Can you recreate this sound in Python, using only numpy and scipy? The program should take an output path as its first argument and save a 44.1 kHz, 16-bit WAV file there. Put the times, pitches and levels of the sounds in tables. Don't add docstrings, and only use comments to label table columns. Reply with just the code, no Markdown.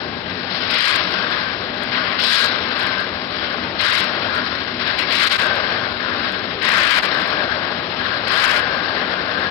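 import sys
import numpy as np
from scipy import signal
from scipy.fft import rfft, irfft, next_fast_len
from scipy.io import wavfile
from scipy.ndimage import uniform_filter1d

SR = 44100
rng = np.random.default_rng(int(sys.argv[2]) if len(sys.argv) > 2 else 0)


def ratio_of_db(decibels):
    return 10 ** (np.asarray(decibels, float) / 20)


def log_audio(samples):
    frames = np.atleast_2d(samples).T
    limited = np.clip(frames, -1, 1)
    pcm = np.round(limited * 32767).astype(np.int16)
    wavfile.write(sys.argv[1], SR, pcm)


N = 418950

# start_s, level_db, heap_weight_db on the steel
HEAP_ROLL = [(0, -35, -1), (.22, -37, -3), (.6, -32, 0.5), (1.1, -29, 0.5), (1.5, -31.5, -1.5),
             (1.7, -34, -0.5), (2.6, -30, 0.5), (3.2, -34, -1), (3.72, -33, 1), (4.2, -31, 2),
             (4.72, -33.5, -1.5), (5.6, -29.5, 3.5), (5.97, -32.5, -0.5), (6.55, -33.5, -0.5),
             (7.3, -30, 3), (7.93, -34, 1.5), (8.8, -31, 3), (9.5, -33.5, 1.5)]


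def nuts():
    hits = knocks(size_db=2.0, clump_db=0.85)
    roll_db, weight_db = in_time(HEAP_ROLL)
    slide_db, slide_sizzle_db, slide_ring_db = slides()
    swell_db = mouth_swells()

    slide_ring_db = 10 * np.log10(lagged(ratio_of_db(slide_ring_db) ** 2, lag_s=0.021) + 1e-12)
    rush_db = summed(roll_db, slide_db)
    sizzle_db = summed(roll_db - 1.0, slide_sizzle_db)
    upper_rush_db = rush_db - 3 + 0.4 * (sizzle_db - rush_db)

    roll_ring_db, swell_ring_db = roll_db - 0.5, swell_db - 5
    high_ring_db = summed(roll_ring_db + 0.3 * weight_db, slide_ring_db, swell_ring_db) - 2.5
    low_ring_db = summed(roll_ring_db, slide_ring_db - 2.0, swell_ring_db) - 3.0 + 0.36 * weight_db

    late_rush_db = lagged(rush_db - rush_db.mean(), lag_s=0.2)
    body_db = -33 + weight_db + 0.25 * late_rush_db + 0.83 * ducking()

    levels_db = [rush_db - 2.5, upper_rush_db, sizzle_db, high_ring_db, low_ring_db, body_db]
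    heap = sum(ratio_of_db(db) * rms_one(layer) for db, layer in zip(levels_db, pan_layers(hits)))
    bowl_db = summed(roll_db - 6, slide_ring_db - 3.5, swell_db - 2.5)
    return heap + ratio_of_db(bowl_db) * bowl_ring(hits)


def knocks(size_db, clump_db):
    knocks_per_s = 12000
    born = rng.random((2, 2, N)) < knocks_per_s / SR
    sizes = ratio_of_db(size_db * np.minimum(rng.exponential(1, (2, 2, N)), 4))
    sizes = sizes * rng.standard_normal((2, 2, N))
    return born * sizes * ratio_of_db(clump_db * drift(24.2)) + 1e-18


# pitch_hz, level_db per Hz
KNOCK_COLOUR = [(240, -38), (400, 2.5), (602, 0), (866, -4), (1060, 3), (1320, 0), (1610, 3), (2340, -5.5),
                (4070, -2.5), (5240, -10.5), (5600, -7), (7280, -50), (12300, -120)]
# low_hz, high_hz, band_count
PAN_LAYERS = [(1800, 2455, 2), (2455, 3350, 2), (3250, 5900, 3), (1350, 1900, 2), (960, 1350, 2),
              (450, 1020, 3)]
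# pitch_hz, width_hz, level_db against the knock noise around them
PAN_MODES = [(585, 52, -14), (610.3, 44, -4), (800, 60, -8), (917, 22, -10), (1036.4, 23, -9),
             (1096, 74, -14.5), (1240, 150, -4.5), (1383, 23, -11.5), (1455, 62, -4), (1755, 86, -8.5),
             (1923, 160, -10.5), (2082, 31, -11), (2188, 320, -4.5), (2612, 55, -13), (3060, 82, -29),
             (3400, 140, -17.5), (3916, 110, -10.5), (4163, 71, -10.5)]


def pan_layers(hits):
    layers = [bands(hits, KNOCK_COLOUR, low, high, 0.69, count) for low, high, count in PAN_LAYERS]
    for k, (hz, width, level_db) in enumerate(PAN_MODES):
        home = [low < hz <= high for low, high, count in PAN_LAYERS].index(True)
        mode = spread(resonance(hits[k % 2], hz, width), hz)
        wander_db = 1.5 * drift(5.4)
        layers[home] = layers[home] + ratio_of_db(level_db + wander_db) * mode
    return layers


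# pitch_hz, width_hz, level_db
BOWL_MODES = [(1553, 13, 1.5), (1614, 29, -7.4), (1642, 44, 3.5)]


def bowl_ring(hits):
    ring = 0
    for hz, width, level_db in BOWL_MODES:
        ring = ring + ratio_of_db(level_db) * spread(resonance(hits[0], hz, width), hz)
    return rms_one(ring)


# sizzle_db, ring_db
HEAP_SLIDES = [(0.493, 0.18, -34.5, 3, -10.5), (.69, 0.28, -25, -0.5, -5), (1.913, 0.076, -27, -3.5, -1),
               (2.047, 0.091, -28.5, -15, -3.5), (2.182, 0.23, -27.5, 5, -5.5),
               (2.31, 0.13, -28.5, -2, -1.5), (2.748, 0.23, -32.5, -3, -0.5), (3.308, 0.18, -37, 1, 2.5),
               (3.784, .22, -24.5, -1, -2.5), (4.327, 0.042, -31.5, -5, 5), (4.783, .04, -32.5, 1, 1),
               (4.846, 0.041, -30, 0, -1.5), (4.976, 0.034, -25.5, -3, -4.5),
               (5.097, 0.29, -23.5, -1.5, -5.5), (5.977, .13, -35, -1, 6.5), (6.154, 0.14, -37, 2.5, 5.5),
               (6.604, 0.38, -22, -6.5, -2.5), (6.891, 0.08, -24.5, -5.5, -6), (7.051, 0.2, -32.5, -3, 1),
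               (8.034, 0.11, -36, 0, 5.5), (8.26, 0.16, -27, -1, 1.5), (8.383, 0.18, -24, -6.5, 0)]
# start_s, rush_db, sizzle_db against the rush
SMALL_SLIPS = [
    (.285, -37, 3),
    (1.31, -31, -1.5),
    (7.955, -29.5, -2.5),
    (8.945, -29, -9),
    (9.13, -36.5, -12),
    (9.295, -38, -3),
    (4.425, -33.5, 3),
]


def slides():
    attack_s, arch_db, release_db_per_s = 0.014, 1.5, 79.5
    slip_s, slip_ring_db = 0.015, 1
    slips = [(at, slip_s, db, sizzle_db, slip_ring_db) for at, db, sizzle_db in SMALL_SLIPS]
    s = np.arange(0, N, 64) / SR
    power = 1e-12
    for at, length, db, sizzle_db, ring_db in HEAP_SLIDES + slips:
        arch = arch_db * np.sin(np.pi * np.clip((s - at) / length, 0, 1))
        release = release_db_per_s * np.maximum(s - at - length, 0)
        level = np.clip((s - at) / attack_s, 0, 1) * ratio_of_db(db + arch - release)
        power = power + np.outer(ratio_of_db(np.array([0, sizzle_db, ring_db])), level) ** 2
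    return [np.interp(np.arange(N) / SR, s, 10 * np.log10(p)) for p in power]


# centre_s, half_length_s, level_db
MOUTH_SWELLS = [(.03, 0.12, -37), (.32, .08, -42.5), (.93, 0.14, -28.5), (1.35, 0.34, -30.5),
                (1.97, 0.23, -36), (2.39, 0.22, -27.5), (2.84, 0.14, -27), (3.0, 0.069, -26),
                (3.52, 0.06, -36.5), (3.88, 0.18, -33.5), (4.33, 0.077, -24), (4.89, 0.045, -29),
                (5.23, 0.036, -25.5), (5.45, 0.14, -22.5), (5.75, 0.24, -28.5), (6.08, 0.068, -43.5),
                (6.76, 0.094, -22), (7.05, .04, -37.5), (7.16, 0.06, -28), (7.4, 0.11, -27),
                (7.52, 0.044, -24.5), (7.65, 0.12, -30.5), (8.08, 0.11, -30), (8.31, 0.072, -27.5),
                (8.5, 0.042, -34), (8.75, 0.52, -28.5), (9.19, 0.12, -29.5), (9.46, 0.3, -26.5)]


def mouth_swells():
    return swells(MOUTH_SWELLS)


# pitch_hz, level_db per Hz
HALL_COLOUR = [(15, -52), (25, -18.5), (81, -20), (144, -6.5), (177, 3), (211, -3.5), (240, -1),
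               (321, -2.5), (520, -4), (680, -34), (1140, -120)]
# pitch_hz, width_hz, level_db against
HUMS_AND_RINGS = [(73.4, 11, -13), (95.5, 10, -10), (118, 4.8, -13.5), (184.3, 10, -10), (348, 7.2, -17.5),
                  (377.5, 6, -12)]
# centre_s, level_db
GEAR_LOADING = [(0.101, -37.5), (1.202, -41.5), (1.851, -34.5), (2.6, -38.5), (3.3, -41.5), (4.301, -35),
                (4.85, -37), (5.58, -38.5), (6.1, -36), (7.2, -59), (7.6, -57), (8.628, -47), (9.12, -44),
                (9.5, -54.5)]


def hall():
    white = rng.standard_normal((2, 2, N))
    rumble = bands(white, HALL_COLOUR, 26.2, 449, 1.7, count=9)
    for k, (hz, width, level_db) in enumerate(HUMS_AND_RINGS):
        hum = spread(resonance(white[k % 2], hz, width), hz)
        rumble = rumble + ratio_of_db(level_db + 0.74 * drift(0.35)) * hum

    gear_hz, gear_width_hz, gear_swell_s, gear_idle_db = 243.8, 9, 0.27, -41.5
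    gear = spread(resonance(white[0], gear_hz, gear_width_hz), gear_hz)
    gear_db = summed(gear_idle_db, swells([(at, gear_swell_s, db) for at, db in GEAR_LOADING]))
    duck_db = ducking()
    return ratio_of_db(-35.5 + duck_db) * rms_one(rumble) + ratio_of_db(gear_db - 3.0 + 0.5 * duck_db) * gear


def scene():
    return ratio_of_db(0.55) * nuts() + ratio_of_db(2.0) * hall()


def rms_one(x):
    return x / np.sqrt(np.mean(x ** 2) + 1e-20)


def in_time(rows):
    s, *columns = np.transpose(rows)
    return [np.interp(np.arange(N) / SR, s, c) for c in columns]


def at_hz(points, hz):
    table_hz, values = np.transpose(points)
    return np.interp(np.log(hz), np.log(table_hz), values)


def summed(*levels_db):
    return 10 * np.log10(sum(ratio_of_db(db) ** 2 for db in levels_db) + 1e-12)


def swells(rows):
    s = np.arange(N) / SR
    power = 1e-12
    for at, half, db in rows:
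        bump = np.cos(np.pi / 2 * np.clip((s - at) / half, -1, 1))
        power = power + (ratio_of_db(db) * bump) ** 2
    return 10 * np.log10(power)


def lagged(x, lag_s):
    r = np.exp(-1 / (lag_s * SR))
    return signal.lfilter([1 - r], [1, -r], x)


def drift(rate):
    r = np.exp(-80 * np.pi * rate / SR)
    slow = signal.lfilter([1], [1, -2 * r, r * r], rng.standard_normal(N // 40 + 2002))[2000:]
    return np.interp(np.arange(N) / 40, np.arange(len(slow)), rms_one(slow))


def resonance(x, hz, width):
    r = np.exp(-np.pi * width / SR)
    pushes = x * rng.choice([-1, 1], N)
    poles = [1, -2 * r * np.cos(2 * np.pi * hz / SR), r * r]
    return rms_one(signal.lfilter([1, 0, -1], poles, pushes))


def bands(exciter, spectrum, low_hz, high_hz, patchy_db, count):
    out = 0
    edges = np.geomspace(low_hz, high_hz, count + 1)
    for k, (low, high) in enumerate(zip(edges, edges[1:])):
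        band_pass = signal.butter(2, [low, high], "band", fs=SR, output="sos")
        pair = signal.sosfilt(band_pass, exciter[k % 2])
        hz = np.sqrt(low * high)
        out = out + ratio_of_db(at_hz(spectrum, hz) + patchy_db * drift(4.9)) * spread(pair, hz)
    return rms_one(out)


# pitch_hz, likeness (0 to 1)
PORT_LIKENESS = [(40, .7), (90, .93), (250, .9), (460, .68), (600, .86), (860, .5), (1300, .42),
                 (1700, .56), (2350, .12), (5000, .15)]


def spread(pair, hz):
    alike = np.clip(at_hz(PORT_LIKENESS, hz), 0, .99)
    middle = np.sqrt(1 + alike) * pair[0]
    side = np.sqrt(1 - alike) * pair[1] * [[1], [-1]]
    return (middle + side) / np.sqrt(2)


# deepest_s, sinking_s, depth_db
GAIN_DUCKS = [
    (.88, 0.19, -7.5),
    (2.361, 0.11, -9),
    (3.92, 0.11, -6.5),
    (5.37, 0.37, -4.5),
    (6.92, 0.1, -6.5),
    (8.451, 0.13, -3.5),
]


def ducking():
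    recover_s = 0.086
    s = np.arange(N) / SR
    gain_db = 0
    for at, sink, depth_db in GAIN_DUCKS:
        gain_db = gain_db + np.interp(s, [at - sink, at, at + recover_s], [0, depth_db, 0])
    return gain_db


TOP_HZ = 5496
FRAME = 1024
# pitch_hz, left_over_right_db
PORT_SHADE = [(60, 1), (110, -0.5), (200, 2), (380, 4.5), (700, 7), (1290, 9.5), (2380, 19), (4400, 30),
              (8120, 22), (15000, 23)]
# pitch_hz, lead_radians
PORT_LEAD = [(40, .35), (180, .6), (380, .5), (500, .8), (1250, .8), (1400, 1.8), (1650, 2.1), (2300, .7),
             (3200, -1.0), (4500, -2.4)]


def ports(x):
    size = next_fast_len(N + 4096)
    hz = np.arange(size // 2 + 1) * SR / size + 1
    shade, lead = ratio_of_db(-at_hz(PORT_SHADE, hz)), at_hz(PORT_LEAD, hz)
    left = 2 / np.sqrt(1 + shade ** 2 + 2 * shade * at_hz(PORT_LIKENESS, hz) * np.cos(lead))
    right = left * shade * np.exp(-1j * lead)
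    x = irfft(rfft(x, size) * [left, right], size)[:, :N]

    edge_band = signal.ellip(6, .5, 80, [TOP_HZ, TOP_HZ + 450], "band", fs=SR, output="sos")
    edge = signal.sosfilt(edge_band, x)
    let_through = 1.0 * (rng.random(N // FRAME + 1) < 0.2)
    let_through = uniform_filter1d(np.repeat(let_through, FRAME)[:N], size=512)
    steep_cut = signal.ellip(14, .5, 105, TOP_HZ, fs=SR, output="sos")
    return signal.sosfilt(steep_cut, x) + ratio_of_db(-19) * let_through * edge


# start_s, end_s, crackle_db
OVERLOAD_SPANS = [
    (.705, 0.734, 2.5),
    (0.81, 0.967, 2.5),
    (2.224, 2.493, 1),
    (2.787, 2.86, -1),
    (3.812, 4.06, 3.5),
    (4.985, 5.036, 0),
    (5.117, 5.457, 1.5),
    (6.626, 7.067, 1),
    (7.161, 7.215, -5),
    (8.317, 8.634, 2.5),
]
# start_s, peak_db
LONE_PEAKS = [(.7115, -28.5), (.787, -26.5), (1.112, -40), (1.124, -40), (1.174, -54), (1.3099, -39),
              (1.835, -32), (2.202, -28.5), (2.794, -34), (2.802, -32.5), (2.83, -33), (2.869, -34),
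              (3.0056, -37), (4.349, -35), (4.358, -34.5), (4.3789, -37), (4.8798, -37), (4.944, -49.5),
              (4.991, -27), (5.013, -32.5), (5.107, -33.5), (5.557, -36), (6.323, -37), (7.091, -43),
              (7.1446, -36), (7.2025, -41.5), (7.217, -39), (7.2759, -37), (7.303, -45), (8.282, -26),
              (9.301, -49.5), (9.3945, -43)]
# pitch_hz, level_db per Hz
HISS_COLOUR = [(5500, -1.5), (8000, -11.5), (10500, -9), (12100, -6), (12500, -29.5), (13300, -50),
               (13550, -9.5), (15850, -18)]
HISS_EDGES_HZ = [5500, 6500, 8200, 10200, 12300, 13400, 15200, 15900]
HISS_DROP_SHARES = [.05, .05, .02, .02, .6, .02, .35]
# low_hz, high_hz
THIN_BANDS_HZ = [(10300, 12300), (13600, 15700)]


def crackle(cut_off):
    s = np.arange(N) / SR
    gate = 0
    for start, end, level_db in OVERLOAD_SPANS:
        gate = gate + ratio_of_db(level_db) * np.interp(s, [start - .01, start, end, end + 0.039], [0, 1, 1, 0])
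    cut_off = cut_off * gate
    for at, peak_db in LONE_PEAKS:
        cut_off[round(at * SR)] += ratio_of_db(peak_db + 20.5)

    splinter_band = signal.ellip(6, .5, 70, [5500, 10500], "band", fs=SR, output="sos")
    ticks = signal.sosfilt(splinter_band, cut_off)
    thin = 0
    for band in THIN_BANDS_HZ:
        thin = thin + signal.sosfilt(signal.butter(4, band, "band", fs=SR, output="sos"), cut_off)

    window = np.hanning(1100)
    tick_power = signal.fftconvolve(ticks ** 2, window / window.sum(), "same")
    smeared = np.sqrt(np.abs(tick_power)) + ratio_of_db(-60.0) * gate

    hz = np.arange(N // 2 + 1) * SR / N + 1
    white = rfft(rng.standard_normal(N)) * ratio_of_db(at_hz(HISS_COLOUR, hz))
    hiss, frames = 0, N // FRAME + 1
    for low, high, drops in zip(HISS_EDGES_HZ, HISS_EDGES_HZ[1:], HISS_DROP_SHARES):
        ragged = ratio_of_db(-4.0 * rng.exponential(1, frames))
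        present = rng.random(frames) > drops
        steps = np.repeat(ragged * present, FRAME)[:N]
        block = irfft(white * (hz > low) * (hz <= high), N)
        hiss = hiss + uniform_filter1d(steps, size=256) * block
    return ratio_of_db(-0.5) * ticks + ratio_of_db(-8.0) * thin + ratio_of_db(-6.0) * smeared * rms_one(hiss)


def overload(x):
    rounded = -.5 * np.maximum(x - .6, 0)
    cut_off = -.93 * np.minimum(x + 0.41, 0)
    dull = signal.ellip(8, .2, 45, TOP_HZ, fs=SR, output="sos")
    return x + signal.sosfiltfilt(dull, cut_off + rounded) + crackle(cut_off)


# deepest_s, fall_s, rise_s
LEFT_MUTES = [
    (5.291, 0.016, 0.024),
    (5.377, 0.019, 0.017),
    (7.02, 0.027, 0.014),
]


def left_mutes():
    gain = 1
    for at, fall, rise in LEFT_MUTES:
        gain = gain * np.interp(np.arange(N) / SR, [at - fall, at, at + rise], [1, .08, 1])
    return gain


def roll_off(x):
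    return signal.sosfilt(signal.butter(12, 16210, fs=SR, output="sos"), x)


def record(dry):
    x = ports(dry)
    x[0] = overload(x[0])
    x = signal.sosfilt(signal.butter(1, 12, "high", fs=SR, output="sos"), x)
    x[0] *= left_mutes()
    s = np.arange(N) / SR
    fade_in = np.clip(s / 0.0033, 0, 1)
    fade_out = np.clip((N / SR - s) / 0.0053, .4, 1)
    mix = x * fade_in * fade_out
    return roll_off(mix)


dry = scene()
out = record(dry)
log_audio(out)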